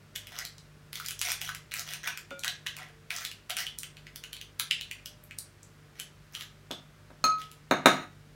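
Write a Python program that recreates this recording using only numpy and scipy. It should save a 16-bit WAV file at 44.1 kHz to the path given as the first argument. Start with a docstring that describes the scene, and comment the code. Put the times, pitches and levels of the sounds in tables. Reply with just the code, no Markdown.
"""In a quiet room with a faint mains hum, a metal spoon crushes a brittle ingredient on a small dish:
crumbs grind and pieces snap, each fracture a brief burst of vibration. Partway through, a large glass
dish is brushed and rings in its modes. Later the small dish is nudged, and the table top resonates.
Last, the spoon carries a load to a glass bowl of thick mixture, clinks its side and knocks twice on
its bottom, exciting both the glass and the table."""
import sys
import numpy as np
from scipy import signal
from scipy.fft import rfft, irfft
from scipy.io import wavfile

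SR = 44100
rng = np.random.default_rng(int(sys.argv[2]) if len(sys.argv) > 2 else 0)


def unload_audio(sound):
    """Save the sound as a 16-bit wav file, at the path given as the first command line argument."""
    columns = np.transpose(np.atleast_2d(sound))
    # keep every value between -1 and 1, then stretch to whole-number steps
    steps = np.round(np.clip(columns, -1, 1) * 32767)
    wavfile.write(sys.argv[1], SR, steps.astype(np.int16))


N = 368227
HZ = np.fft.rfftfreq(2048, 1 / SR) + 1  # frequency grid of the filter gains

# Mains harmonics. Each row: frequency in Hz, rms level in dB.
HUM_HARMONICS = [(50, -67.5), (100, -66), (150, -61), (350, -77), (400, -80.5), (450, -75.5), (600, -77)]
# Quiet air of the room. Each row: frequency in Hz, relative spectral density in dB.
AIR_SPECTRUM = [(20, -45), (32, -19), (50, -9), (105, -8), (160, -8.5), (320, -16.5), (480, -19),
                (840, -23), (1450, -19.5), (3400, -27.5), (4900, -29.5), (16000, -41.5)]
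# Strokes of the spoon over crumbs. Each row: start and end in seconds, relative level in dB,
# treble tilt in dB per octave, swell in dB as the spoon bears down.
STROKES = [(0.147, 0.167, -40.5, 2, 14), (0.276, 0.421, -45, -3.3, 20), (0.938, 1.122, -47, 2, -8),
           (1.22, 1.316, -33, 0.5, 4), (1.408, 1.501, -40.5, 1.5, -1), (1.712, 1.809, -40, 1.7, 9),
           (1.864, 1.959, -42, -0.2, -2.5), (2.028, 2.084, -34, -2, 11.5), (2.436, 2.483, -38, -5, -1),
           (2.775, 2.898, -49, -7, -16), (3.1, 3.266, -41.5, 0.1, -2), (3.494, 3.516, -37.5, -4, -6),
           (3.568, 3.63, -35, 0, -12.5), (5.951, 6.002, -53.5, -2.5, 15), (6.322, 6.424, -47, 1, 7),
           (7.379, 7.468, -53.5, 0, -17)]
# Colour of grinding crumbs. Each row: frequency in Hz, relative spectral density in dB.
CRUMB_SPECTRUM = [(250, -44.5), (450, -21.5), (700, -4.5), (950, -12), (1300, -3), (1900, 1), (2900, -2),
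                  (4900, -4.5), (5900, 1.5), (7600, -12), (16000, -11)]
# Snapping pieces and light spoon taps. Each row: time in seconds, relative level in dB,
# pitch in Hz, broadband brightness in dB.
FRACTURES = [(0.16, -30.5, 3300, -7), (0.2707, -39, 2660, -10), (0.3885, -29.5, 5200, -10),
             (0.4513, -32.5, 4700, -7), (0.5822, -46, 4700, -26), (0.9306, -34, 2700, -10),
             (0.956, -33, 3480, -10), (0.9997, -33.5, 1330, -13), (1.062, -32, 5130, -13),
             (1.0853, -29, 3270, 0), (1.1084, -30.5, 2470, 6), (1.1928, -33.5, 6074, -10),
             (1.215, -23, 2614, 22), (1.3185, -24, 1950, 12), (1.4154, -29, 2915, -9.5),
             (1.4907, -30, 1410, -25), (1.5486, -33, 2500, -9), (1.7186, -34, 2237, -35),
             (1.7392, -27, 2238, -11), (1.7943, -32, 5700, -27), (1.936, -30.5, 2686, -8),
             (2.1746, -33, 1879, -13), (2.3071, -42.5, 2520, -23), (2.3936, -38, 6305, -10),
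             (2.436, -29, 3020, -29), (2.4462, -27, 1340, -12), (2.4796, -24.5, 3360, -16),
             (2.6648, -28.5, 1585, -41), (2.6696, -27.5, 2856, -40), (2.767, -37.5, 2232, 0),
             (3.1055, -27.5, 2208, -26), (3.164, -30, 5707, -25), (3.2506, -28, 3434, -8),
             (3.315, -38, 2800, -15), (3.4985, -32, 2238, 1), (3.5046, -29, 3244, -23),
             (3.5682, -26.5, 2560, -13), (3.6672, -30, 3040, -35), (3.787, -30.5, 9140, 12),
             (3.833, -32.5, 3020, -11.5), (3.9694, -43.5, 2730, -37), (4.0686, -41, 2000, -44),
             (4.1598, -35.5, 3440, 0), (4.2385, -35.5, 2690, -16), (4.331, -34, 3030, -7),
             (4.3668, -40, 2970, -20), (4.4137, -36.5, 3050, -15), (4.5975, -22, 3580, -9),
             (4.5986, -31, 1460, -15), (4.7108, -17.5, 2800, -41), (4.8111, -31, 3050, -16.5),
             (4.913, -30.5, 2500, -19), (5.059, -33.5, 3120, -9), (5.2388, -48, 11700, -20),
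             (5.3103, -39, 2400, -40), (5.3867, -30.5, 8700, -11), (5.6312, -46.5, 7300, -18),
             (5.999, -30.5, 3154, -9), (6.3507, -31.5, 3072, -32), (6.4095, -36, 2852, -15),
             (6.7124, -30, 3550, -41), (7.417, -40, 3180, -18), (7.5153, -44.5, 3250, -5)]
# Modes of the large glass dish. Each row: frequency in Hz, relative level in dB, t60 in seconds.
DISH_MODES = [(551.5, -1, .22), (1328, -4.5, 0.15), (1424, 0, 0.48), (2340, -12, 0.44), (2850, -16, 0.23),
              (3540, -7, 0.13)]
# Knocks through a dish into the table. Each row: start in seconds, relative level in dB,
# upper edge in Hz (higher for a harder contact).
TABLE_KNOCKS = [(2.312, -39.5, 300), (6.707, -35.5, 715), (7.103, -49, 790), (7.2416, -33, 2550),
                (7.711, -18.5, 2330), (7.8579, -13, 14000)]
# Resonances of a knock: table top below 3 kHz, spoon and glass above.
# Each row: frequency in Hz, nominal width in Hz, relative level in dB.
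KNOCK_RESONANCES = [(200, 87, -5), (242.5, 42, -1.5), (329, 40.4, -3), (426, 91, -8.5), (585, 87, -3),
                    (708, 75, -2.5), (891, 121, -1.5), (1245, 137, -1.5), (1547, 170, -3.5),
                    (1970, 470, -7.5), (2430, 430, -14.5), (2790, 300, -12.5), (3760, 176, -4.5),
                    (4120, 210, -10.5), (5200, 310, -25.5), (5800, 200, -19.5), (6710, 380, -14.5),
                    (8980, 310, -20), (9700, 550, -31), (12800, 280, -24), (14750, 340, -24),
                    (15400, 280, -27)]
# Blows of the spoon on the bowl. Each row: start in seconds, relative ring and tick levels in dB,
# tilt of the ring in dB per octave.
BOWL_BLOWS = [(7.241, -13.5, -28.5, -2), (7.7107, -42.5, -34, 6), (7.8581, -25, -19.5, -11)]
# Modes of the glass bowl. Each row: frequency in Hz, relative level in dB, t60 in seconds.
BOWL_MODES = [(1276.7, -1.5, 0.33), (1394, -21, .19), (2487, -12, 0.18), (4011, -19, 0.17),
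              (4245, 0, 0.064), (6450, -12.5, 0.077), (6480, -5.5, 0.081), (8900, -34, 0.126),
              (12000, -26, 0.11), (14500, -30.5, .16), (15400, -20, .12)]
# Reverberation times. Each row: frequency in Hz, t60 in seconds.
ROOM_DECAY = [(150, 0.43), (600, 0.27), (2000, 0.31), (4000, 0.29), (8000, 0.25), (16000, 0.13)]
# Early reflections. Each row: delay in seconds, relative level in dB.
REFLECTIONS = [(.0021, -12.5), (.0067, -10.5), (.0087, -12.5), (0.0099, -13)]


def gain_of(db):
    """Amplitude grows tenfold for every 20 dB."""
    return 10 ** (np.asarray(db) / 20)


def curve_at(points, hz):
    """Linear interpolation of (Hz, value) points on a log-frequency axis."""
    f, value = np.transpose(points)
    return np.interp(np.log(hz + 1), np.log(f + 1), value)


def add(mix, start_s, sound):
    """Superposition: a sound adds to the mix from start_s on."""
    part = mix[round(start_s * SR):][:len(sound)]
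    part += sound[:len(part)]


def colour(x, gain):
    """Minimum-phase filtering: the phase follows from the log gain by the Hilbert transform."""
    log_gain = np.log(np.maximum(np.r_[gain, gain[-2:0:-1]], 1e-5))
    taps = np.fft.ifft(np.exp(np.conj(signal.hilbert(log_gain)))).real
    return signal.fftconvolve(x, taps)


def burst(t60, gain, span_s, rise_s=1e-5, size=8192):
    """Dense, exponentially damped vibration with the energy of rms 1 held for span_s."""
    t = np.arange(size) / SR
    fade = gain_of(-60 * t / t60) * (1 - np.exp(-(t / rise_s) ** 2))
    spectrum = rfft(rng.standard_normal(size) * fade)
    whitened = irfft(spectrum / (abs(spectrum) + 1e-12))
    x = colour(whitened * np.sqrt(fade), gain)
    return x * np.sqrt(span_s * SR / np.sum(x ** 2))


def lowpass(hz, order=1):
    """Butterworth gain, falling above hz."""
    return 1 / np.hypot(1, (HZ / hz) ** order)


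def highpass(hz, order):
    """Butterworth gain, falling below hz."""
    return 1 / np.hypot(1, (hz / HZ) ** order)


def resonance(hz, q):
    """Frequency response of one damped oscillator."""
    return 1 / np.hypot(1, q * (HZ / hz - hz / HZ))


def facets(depth_db, count=34):
    """Shape sets the spectrum: each fragment has its own chance peaks and dips."""
    knots = np.linspace(0, np.sqrt(HZ[-1]), count)
    return gain_of(depth_db * np.interp(np.sqrt(HZ), knots, rng.uniform(-2.1, 2.2, count)))


def room(x, echo_db=0):
    """Reverberation: a few wall reflections, then a diffuse tail whose treble dies first."""
    t = np.arange(SR * 3 // 4) / SR
    onset = np.clip((t - .005) / .0024, 0, 1)
    taps = rng.choice([-1., 1.], len(t)) * (rng.random(len(t)) < .2) * onset
    hz, when, spectra = signal.stft(taps, SR, nperseg=256)
    decay = gain_of(-60 * when / curve_at(ROOM_DECAY, hz)[:, None])
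    tail = signal.istft(spectra * decay, SR, nperseg=256)[1]
    tail /= np.linalg.norm(tail)
    for delay, db in REFLECTIONS:
        tail[round(delay * SR)] += gain_of(db + echo_db)
    return signal.fftconvolve(x, tail)[:N]


def hum_and_air(waver_db=3.5, air_db=-59):
    """A wavering harmonic series on the mains frequency lies over steady broadband air noise."""
    t = np.arange(N) / SR
    knots = np.linspace(0, t[-1], 40)
    hum = np.zeros(N)
    for hz, db in HUM_HARMONICS:
        waver = waver_db * np.interp(t, knots, rng.standard_normal(len(knots)))
        hum += gain_of(db + waver) * np.sin(2 * np.pi * (hz * t + rng.random()))
    air_gain = gain_of(curve_at(AIR_SPECTRUM, np.fft.rfftfreq(N, 1 / SR)))
    air = irfft(rfft(rng.standard_normal(N)) * air_gain, N)
    return np.sqrt(2) * hum + gain_of(air_db) * air / np.sqrt(np.mean(air ** 2))


def grinding(crumbs_per_s=230, spread_db=4.5, crumb_t60=.008, contact_hz=2000):
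    """Successive fracture: crumbs break in turn, and the contact resonance drifts as the spoon rolls."""
    out = np.zeros(N)
    for start, end, db, tilt_db, swell_db in STROKES:
        length = end - start
        treble_tilt = tilt_db * np.log2(np.maximum(HZ, 1000) / 3000)
        spectrum = gain_of(curve_at(CRUMB_SPECTRUM, HZ) + treble_tilt)
        stroke = np.zeros(round(length * SR) + len(HZ))
        count = max(round(crumbs_per_s * length), 2)
        drift_phase = 2 * np.pi * rng.random() + np.cumsum(rng.normal(.12, .24, count))
        pitch = contact_hz * np.exp(.5 * np.sin(drift_phase))
        for k, (jitter, size) in enumerate(rng.random((count, 2))):
            size_db = spread_db * min(-np.log(size), 3) + swell_db * k / count  # most are small
            contact = np.hypot(1, gain_of(7) * resonance(pitch[k], q=7))
            gain = spectrum * facets(depth_db=6.5) * contact
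            crumb = burst(crumb_t60, gain, span_s=.002, rise_s=.00024, size=1024)
            add(stroke, (k + jitter) / count * length, gain_of(size_db) * crumb)
        add(out, start, gain_of(db) * stroke * np.sqrt(length * SR / np.sum(stroke ** 2)))
    return gain_of(-4) * out + gain_of(-5.5) * room(out)


def chips(per_s=25, above_db=2, spread_db=4, typical_hz=2380, spread_octaves=.65, bright_db=-13):
    """Random fracture sheds chips in each stroke, as loud as the spoon presses; rows as in FRACTURES."""
    rows = []
    for start, end, db, _, swell_db in STROKES:
        count = min(round(per_s * (end - start)), 10)
        for k, (jitter, size, pitch) in enumerate(rng.uniform(-1, 1, (10, 3))[:count]):
            progress = (k + .5 + jitter / 2) / count
            level_db = db + swell_db * (progress - .5) + above_db + spread_db * size
            hz = typical_hz * 2 ** (spread_octaves * pitch)
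            rows.append((start + progress * (end - start), level_db, hz, bright_db))
    return rows


def snaps(yield_s=.007, rise_s=.0005, crack_t60=.0052, ring_t60=.054):
    """Brittle fracture: a piece yields with a faint crackle, cracks, then rings briefly at its pitch."""
    crackles, cracks = np.zeros((2, N))
    for s, db, hz, bright_db in FRACTURES + chips():
        bass_loss = highpass(.53 * hz, 3) * highpass(800, 3)  # small pieces radiate no bass
        radiated = facets(depth_db=2.5) * bass_loss * lowpass(15000, 2)
        crack_gain = np.hypot(resonance(hz, q=3.6), gain_of(bright_db)) * radiated
        ring_gain = np.hypot(resonance(hz, q=6.5), gain_of(bright_db) / 2) * radiated
        ring_gain *= facets(depth_db=5)
        crack = burst(crack_t60, crack_gain, .0019, rise_s, size=2048)
        ring = burst(ring_t60, ring_gain, .003, rise_s, size=2048)
        crackle = burst(ring_t60, crack_gain, .0059, yield_s / 2, size=2048)
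        add(crackles, s - yield_s, gain_of(db - 20) * crackle)
        add(cracks, s - rise_s, gain_of(db) * (crack + gain_of(-9) * ring))
    return gain_of(.37) * (crackles + cracks) + gain_of(-3) * room(cracks)


def modal_ring(modes, tilt_db=0):
    """Free vibration is a sum of damped sinusoids; tilt_db makes the ring brighter or duller."""
    t = np.arange(SR) / SR
    out = np.zeros(SR)
    for hz, db, t60 in modes:
        envelope = gain_of(db + tilt_db * np.log2(hz / 1500) - 60 * t / t60)
        out += envelope * rng.choice([-1, 1]) * np.sin(2 * np.pi * hz * t)
    return out


def glass_dish(start_s=2.3115):
    """A soft touch weakly excites the normal modes of the large dish."""
    ring = np.zeros(N)
    add(ring, start_s, modal_ring(DISH_MODES))
    return gain_of(-40.5) * ring + gain_of(-46.5) * room(ring)


def knock_spectrum(sharpness, valley_db=-38):
    """Resonance peaks add in power; the table radiates little deep bass."""
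    power = sum(gain_of(db) ** 2 / (1 + sharpness * ((HZ - hz) / width) ** 2) ** 2
                for hz, width, db in KNOCK_RESONANCES)
    return np.sqrt(power + gain_of(valley_db) ** 2) * highpass(160, 3)


def table_knocks(blow_t60=.035, ring_t60=.47, rebound_t60=.038, rebound_s=.0088):
    """All knocks share one impulse response: a blow, a dull rebound and a narrower, longer ring."""
    gain = knock_spectrum(sharpness=1.5)
    blow = burst(blow_t60, gain, span_s=.011, rise_s=.00026)
    ring = burst(ring_t60, knock_spectrum(sharpness=1.8, valley_db=-45), span_s=.0077)
    response = blow + gain_of(-7) * ring
    add(response, rebound_s, burst(rebound_t60, gain * lowpass(1000, 2), span_s=.0051))
    out = np.zeros(N)
    for s, db, edge_hz in TABLE_KNOCKS:
        softness = lowpass(edge_hz) * lowpass(7 * edge_hz)
        add(out, s, gain_of(db) * colour(response, softness))
    return gain_of(.5) * out + gain_of(-4.5) * room(out, echo_db=-16)


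def glass_bowl(tick_t60=.017):
    """Impact excitation: each blow of the spoon gives a contact tick and sets the bowl's modes ringing."""
    rings, ticks = np.zeros((2, N))
    contact = highpass(1200, 2) * lowpass(4500)
    for s, ring_db, tick_db, tilt_db in BOWL_BLOWS:
        add(rings, s, gain_of(ring_db) * modal_ring(BOWL_MODES, tilt_db))
        add(ticks, s, gain_of(tick_db) * burst(tick_t60, contact, span_s=.0018, rise_s=.00033))
    return gain_of(-2.5) * rings + ticks + room(gain_of(-8.5) * rings + gain_of(-2) * ticks)


def scene():
    """The sources superpose in one channel."""
    return (hum_and_air() + grinding() + snaps() + glass_dish() + table_knocks() + glass_bowl())[None]


def record(dry, ceiling=.92, edge_hz=16100):
    """Hard limiting caps any peak above the ceiling; a low-pass filter then limits the band."""
    taps = signal.firwin(301, edge_hz, window=("kaiser", 8), fs=SR)
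    return signal.oaconvolve(np.clip(dry, -ceiling, ceiling), taps[None], "same")


dry = scene()
out = record(dry)
unload_audio(out)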